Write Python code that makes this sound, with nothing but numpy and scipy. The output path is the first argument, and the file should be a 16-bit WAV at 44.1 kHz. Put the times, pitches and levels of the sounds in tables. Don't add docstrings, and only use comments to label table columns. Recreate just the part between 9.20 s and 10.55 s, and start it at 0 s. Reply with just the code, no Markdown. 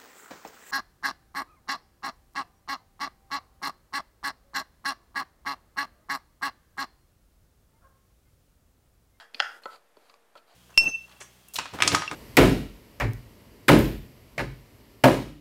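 import sys
import numpy as np
from scipy import signal
from scipy.io import wavfile

SR = 44100
rng = np.random.default_rng(int(sys.argv[2]) if len(sys.argv) > 2 else 0)


def ratio(d):
    e = np.asarray(d, float) / 20
    return 10 ** e


def master_out(mix):
    frames = np.transpose(np.atleast_2d(mix))
    ceiling = np.clip(frames, -1, 1)
    pcm = np.round(ceiling * 32767).astype(np.int16)
    wavfile.write(sys.argv[1], SR, pcm)


N = 59535
LEAD = SR // 4
M = N + LEAD


def rms_one(x):
    return x / np.sqrt(np.mean(x ** 2) + 1e-20)


def at_hz(points, hz):
    f, value = np.array(points).T
    return np.interp(np.log(hz), np.log(f), value)


def bands(count, gain):
    edges = 20 * 2 ** np.arange(0, 10, .5)
    white = rng.standard_normal((2, count))
    total = 0
    for k, (lo, hi) in enumerate(zip(edges, edges[1:])):
        sos = signal.butter(2, [lo, hi], "band", fs=SR, output="sos")
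        total = total + gain(np.sqrt(lo * hi)) * signal.sosfilt(sos, white[k % 2])
    return total


def ring(x, hz, t60):
    r = ratio(-60 / (max(t60, .0003) * SR))
    w = 2 * np.pi * hz / SR
    return signal.lfilter([0, np.sin(w)], [1, -2 * r * np.cos(w), r * r], x + 1e-18)


def struck(hits, modes):
    swell, focus_cycles = 8.0, 4.5
    out, t = np.zeros(M + SR), np.arange(2048) / SR
    for s, db, contact_s in hits:
        u = t / max(contact_s, 1e-4)
        press = (1 - np.exp(-swell * u)) * np.exp(-u)
        chatter = rng.standard_normal((len(modes), t.size)) * press
        chatter = np.pad(chatter, [(0, 0), (0, SR // 2)])
        sound = 0
        for row, (hz, mode_db, t60) in zip(chatter, modes):
            felt = ring(row, hz, focus_cycles / hz)
            mode = ring(felt, hz, t60)
            sound = sound + ratio(mode_db) * mode / np.abs(mode).max()
        i = LEAD + int(s * SR)
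        out[i:i + sound.size] += ratio(db) * sound / np.abs(sound).max()
    return out[:M]


def above(hz, x):
    return signal.sosfilt(signal.butter(4, hz, "high", fs=SR, output="sos"), x)


# (f/Hz, level/dB per Hz)
AIR_COLOUR = [(25, -21), (60, -26.5), (130, -27), (200, -20), (500, -11.5), (1400, -15), (3840, -25.5),
              (6000, -28.5), (16000, -30.5)]
# (multiple of its pitch, level/dB)
FRIDGE_OVERTONES = [(4, -74.5), (5, -77), (6, -79), (7, -82), (9, -87.5)]


def background():
    t = np.arange(M) / SR
    hum_hz, air_db = 116.3, -62
    hum = 0
    for k, db in FRIDGE_OVERTONES:
        hum = hum + 2 * ratio(db) * np.sin(2 * np.pi * (round(k) * hum_hz * t + rng.random()))
    air = bands(M, lambda hz: ratio(at_hz(AIR_COLOUR, hz)))
    return ratio(air_db) * rms_one(air) + hum


# (f/Hz, t60/s)
ROOM_RING = [(200, 0.46), (700, 0.38), (1500, 0.43), (3000, 0.38), (6000, 0.36), (12000, 0.21)]
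# (f/Hz, level/dB)
ROOM_ANSWER = [(200, -8.5), (750, -1), (1070, -2.5), (1500, 2.5), (2150, -6), (3000, -6.5), (4300, -10.5),
               (7000, 2.9)]


def kitchen(x):
    room_db, early_db, early_s = -9, -1, .013
    first_echo_s, build_s = .018, .002
    t = np.arange(SR // 2) / SR
    scatter = ratio(early_db) * (t > .002) * np.exp(-t / early_s)
    walls = np.clip((t - first_echo_s) / build_s, 0, 1)
    fading = bands(t.size, lambda hz: ratio(at_hz(ROOM_ANSWER, hz) - 60 * t / at_hz(ROOM_RING, hz)))
    tail = (scatter + walls) * fading
    return ratio(room_db) * signal.fftconvolve(x, tail / np.sqrt(np.sum(tail ** 2)))[:M]


# (start t/s, rise t/s, fall t/s, level/dB)
DRAG_STROKES = [
    (-.02, 0.0067, 0.052, -46.5),
    (.434, 0.0015, 0.011, -53),
    (0.492, 0.036, 0.072, -55.5),
    (.77, 0.142, 0.012, -62),
    (1.165, 0.0096, .015, -55.5),
    (1.26, 0.057, 0.077, -58),
]
# (f/Hz, width f/Hz, level/dB)
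DRAGGED_WALL = [(625, 190, -2), (970, 690, 0.5), (1353, 220, -2.5), (2360, 1800, -4.5), (3150, 200, -5.5),
                (3960, 250, -6.4), (4650, 300, -4.5), (7260, 3000, -13)]


def drags():
    slips_per_s, slip_spread_db = 2500, 1.8
    t = (np.arange(M) - LEAD) / SR
    press = 0
    for s, rise, fall, db in DRAG_STROKES:
        press = press + ratio(db) * np.interp(t, [s, s + rise, s + rise + fall], [0, 1, 0])
    slips = rng.random(M) < slips_per_s / SR
    slips = slips * ratio(slip_spread_db * rng.exponential(1, M))
    slips = slips * rng.choice([-1, 1], M)
    body = 0
    for k, (hz, width_hz, db) in enumerate(DRAGGED_WALL):
        t60 = np.log(1000) / np.pi / width_hz
        body = body + (-1) ** k * ratio(db) * rms_one(ring(slips, hz, t60))
    return press * rms_one(body)


# (t/s, peak level/dB, contact t/s)
SCUFF_HITS = [
    (.4347, -54, 0.0027),
    (.5355, -50.5, 0.0016),
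    (.547, -55, .002),
    (.557, -46, 0.0031),
    (.896, -41, 0.0044),
    (.9402, -41, .0015),
]
# (f/Hz, level/dB, t60/s)
TIP_MODES = [(597, -9, 0.005), (1175, 3, 0.041), (2515, -0.5, 0.0055), (3470, -9, 0.0068), (4380, -1, .015),
             (4470, -7.5, 0.01), (4760, -0.5, 0.016), (6660, -8.5, 0.0018)]


def scuffs():
    return struck(SCUFF_HITS, TIP_MODES)


# (t/s, peak level/dB, contact t/s)
CHIME_HITS = [
    (.146, -55, .002),
    (.4348, -48, .0006),
]
# (f/Hz, level/dB, t60/s)
SPOON_MODES = [
    [(2400, -5, .15), (4805, 0, .5)],
    [(4200, 0, .04), (4420, -3, .07)],
]


def chimes():
    return sum(struck([hit], modes) for hit, modes in zip(CHIME_HITS, SPOON_MODES))


# (t/s, peak level/dB, contact t/s)
THUD_HITS = [
    (.7682, -38, 0.0013),
]
# (f/Hz, level/dB, t60/s)
CREAM_MODES = [(295, -9.5, 0.029), (430, -2, 0.043), (603, -1.5, 0.029), (972, -4, 0.028),
               (1376, -4, 0.039), (2640, -14, 0.018), (3440, -11, 0.011), (4470, -6.5, 0.03)]


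def thuds():
    return struck(THUD_HITS, CREAM_MODES)


# (t/s, peak level/dB, contact t/s)
KNOCK_HITS = [
    (.4555, -28, 0.0027),
    (1.1525, -39.5, 0.0048),
]
# (f/Hz, level/dB, t60/s)
FLOOR_MODES = [(212, -29, 0.034), (323, -16, 0.018), (444, -16, 0.0236), (574, 0, 0.038), (732, -12, 0.019),
               (872, -6.5, 0.057), (1015, -3.5, 0.059), (1323, 2, 0.068), (1460, -7, 0.068),
               (1920, -6.5, 0.017), (2500, -13.5, 0.0062), (3290, -7.5, 0.0048), (4345, -8.5, 0.021),
               (7050, -18, .004)]


def knocks():
    return struck(KNOCK_HITS, FLOOR_MODES)


# (t/s, peak level/dB, contact t/s)
TICK_HITS = [
    (.1448, -31, 0.0024),
    (1.174, -47, 0.0083),
]
# (f/Hz, level/dB, t60/s)
RIM_MODES = [(265, -17.5, 0.042), (694, -22.5, .02), (1240, -17.5, .015), (2500, -2.5, 0.0089),
             (2540, -3, 0.018), (2950, -8, 0.0089), (3250, 1, 0.0077), (3816, -7, 0.0062), (4350, 4.5, .01),
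             (5600, -13, 0.0045), (7620, -33.5, .004)]


def ticks():
    return struck(TICK_HITS, RIM_MODES)


# (t/s, peak level/dB, contact t/s)
SNAP_HITS = [
    (-.09, -10.5, 0.00074),
    (.1955, -32.5, 0.0018),
    (.2012, -9, 0.00035),
    (.2068, -26, 0.0022),
]
# (f/Hz, level/dB, t60/s)
WALL_MODES = [(571, -27, 0.049), (803, -14, 0.031), (1378, -11.5, .022), (1572, -16, 0.015),
              (1674, -1, 0.0086), (1895, -3.5, .011), (2790, -8.5, 0.013), (3272, -2, 0.013),
              (3910, -14, 0.0046), (4300, -4.5, .01), (4927, -4, 0.0052), (5883, -21.5, .003),
              (7530, -30, .003), (12500, -36, .0015)]


def snaps():
    return struck(SNAP_HITS, WALL_MODES)


def scene():
    pot = ticks() + scuffs() + knocks() + thuds() + drags()
    pot = pot + chimes()
    pot = above(183, pot) + above(430, snaps())
    return (pot + kitchen(pot) + background())[None, LEAD:]


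# (from t/s, to t/s, lift level/dB)
LISTENING = [
    (-.05, 0.041, 4.5),
    (0.139, 0.38, 9.5),
    (0.42, 0.554, 7.5),
    (0.767, 0.945, 2.5),
    (1.155, 1.175, 6),
    (1.275, 1.4, 2.5),
]


def suppress_noise(dry):
    shut_db, spared_hz, fade_s = -5.5, 191.2, 0.033
    t = np.arange(N) / SR
    gain_db = shut_db
    for a, b, db in LISTENING:
        gain_db = gain_db + db * np.interp(t, [a - .002, a, b, b + fade_s], [0, 1, 1, 0])
    bass = signal.sosfiltfilt(signal.butter(2, spared_hz, fs=SR, output="sos"), dry)
    return bass + ratio(gain_db) * (dry - bass)


def roll_off(x):
    return signal.sosfilt(signal.butter(12, 16470, fs=SR, output="sos"), x)


def record(dry):
    top_hz, offset = 15850, -.0004
    treble_cut = signal.ellip(10, .5, 22, top_hz, fs=SR, output="sos")
    heard = signal.sosfilt(treble_cut, suppress_noise(dry))
    return roll_off(heard + offset)


dry = scene()
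out = record(dry)
master_out(out)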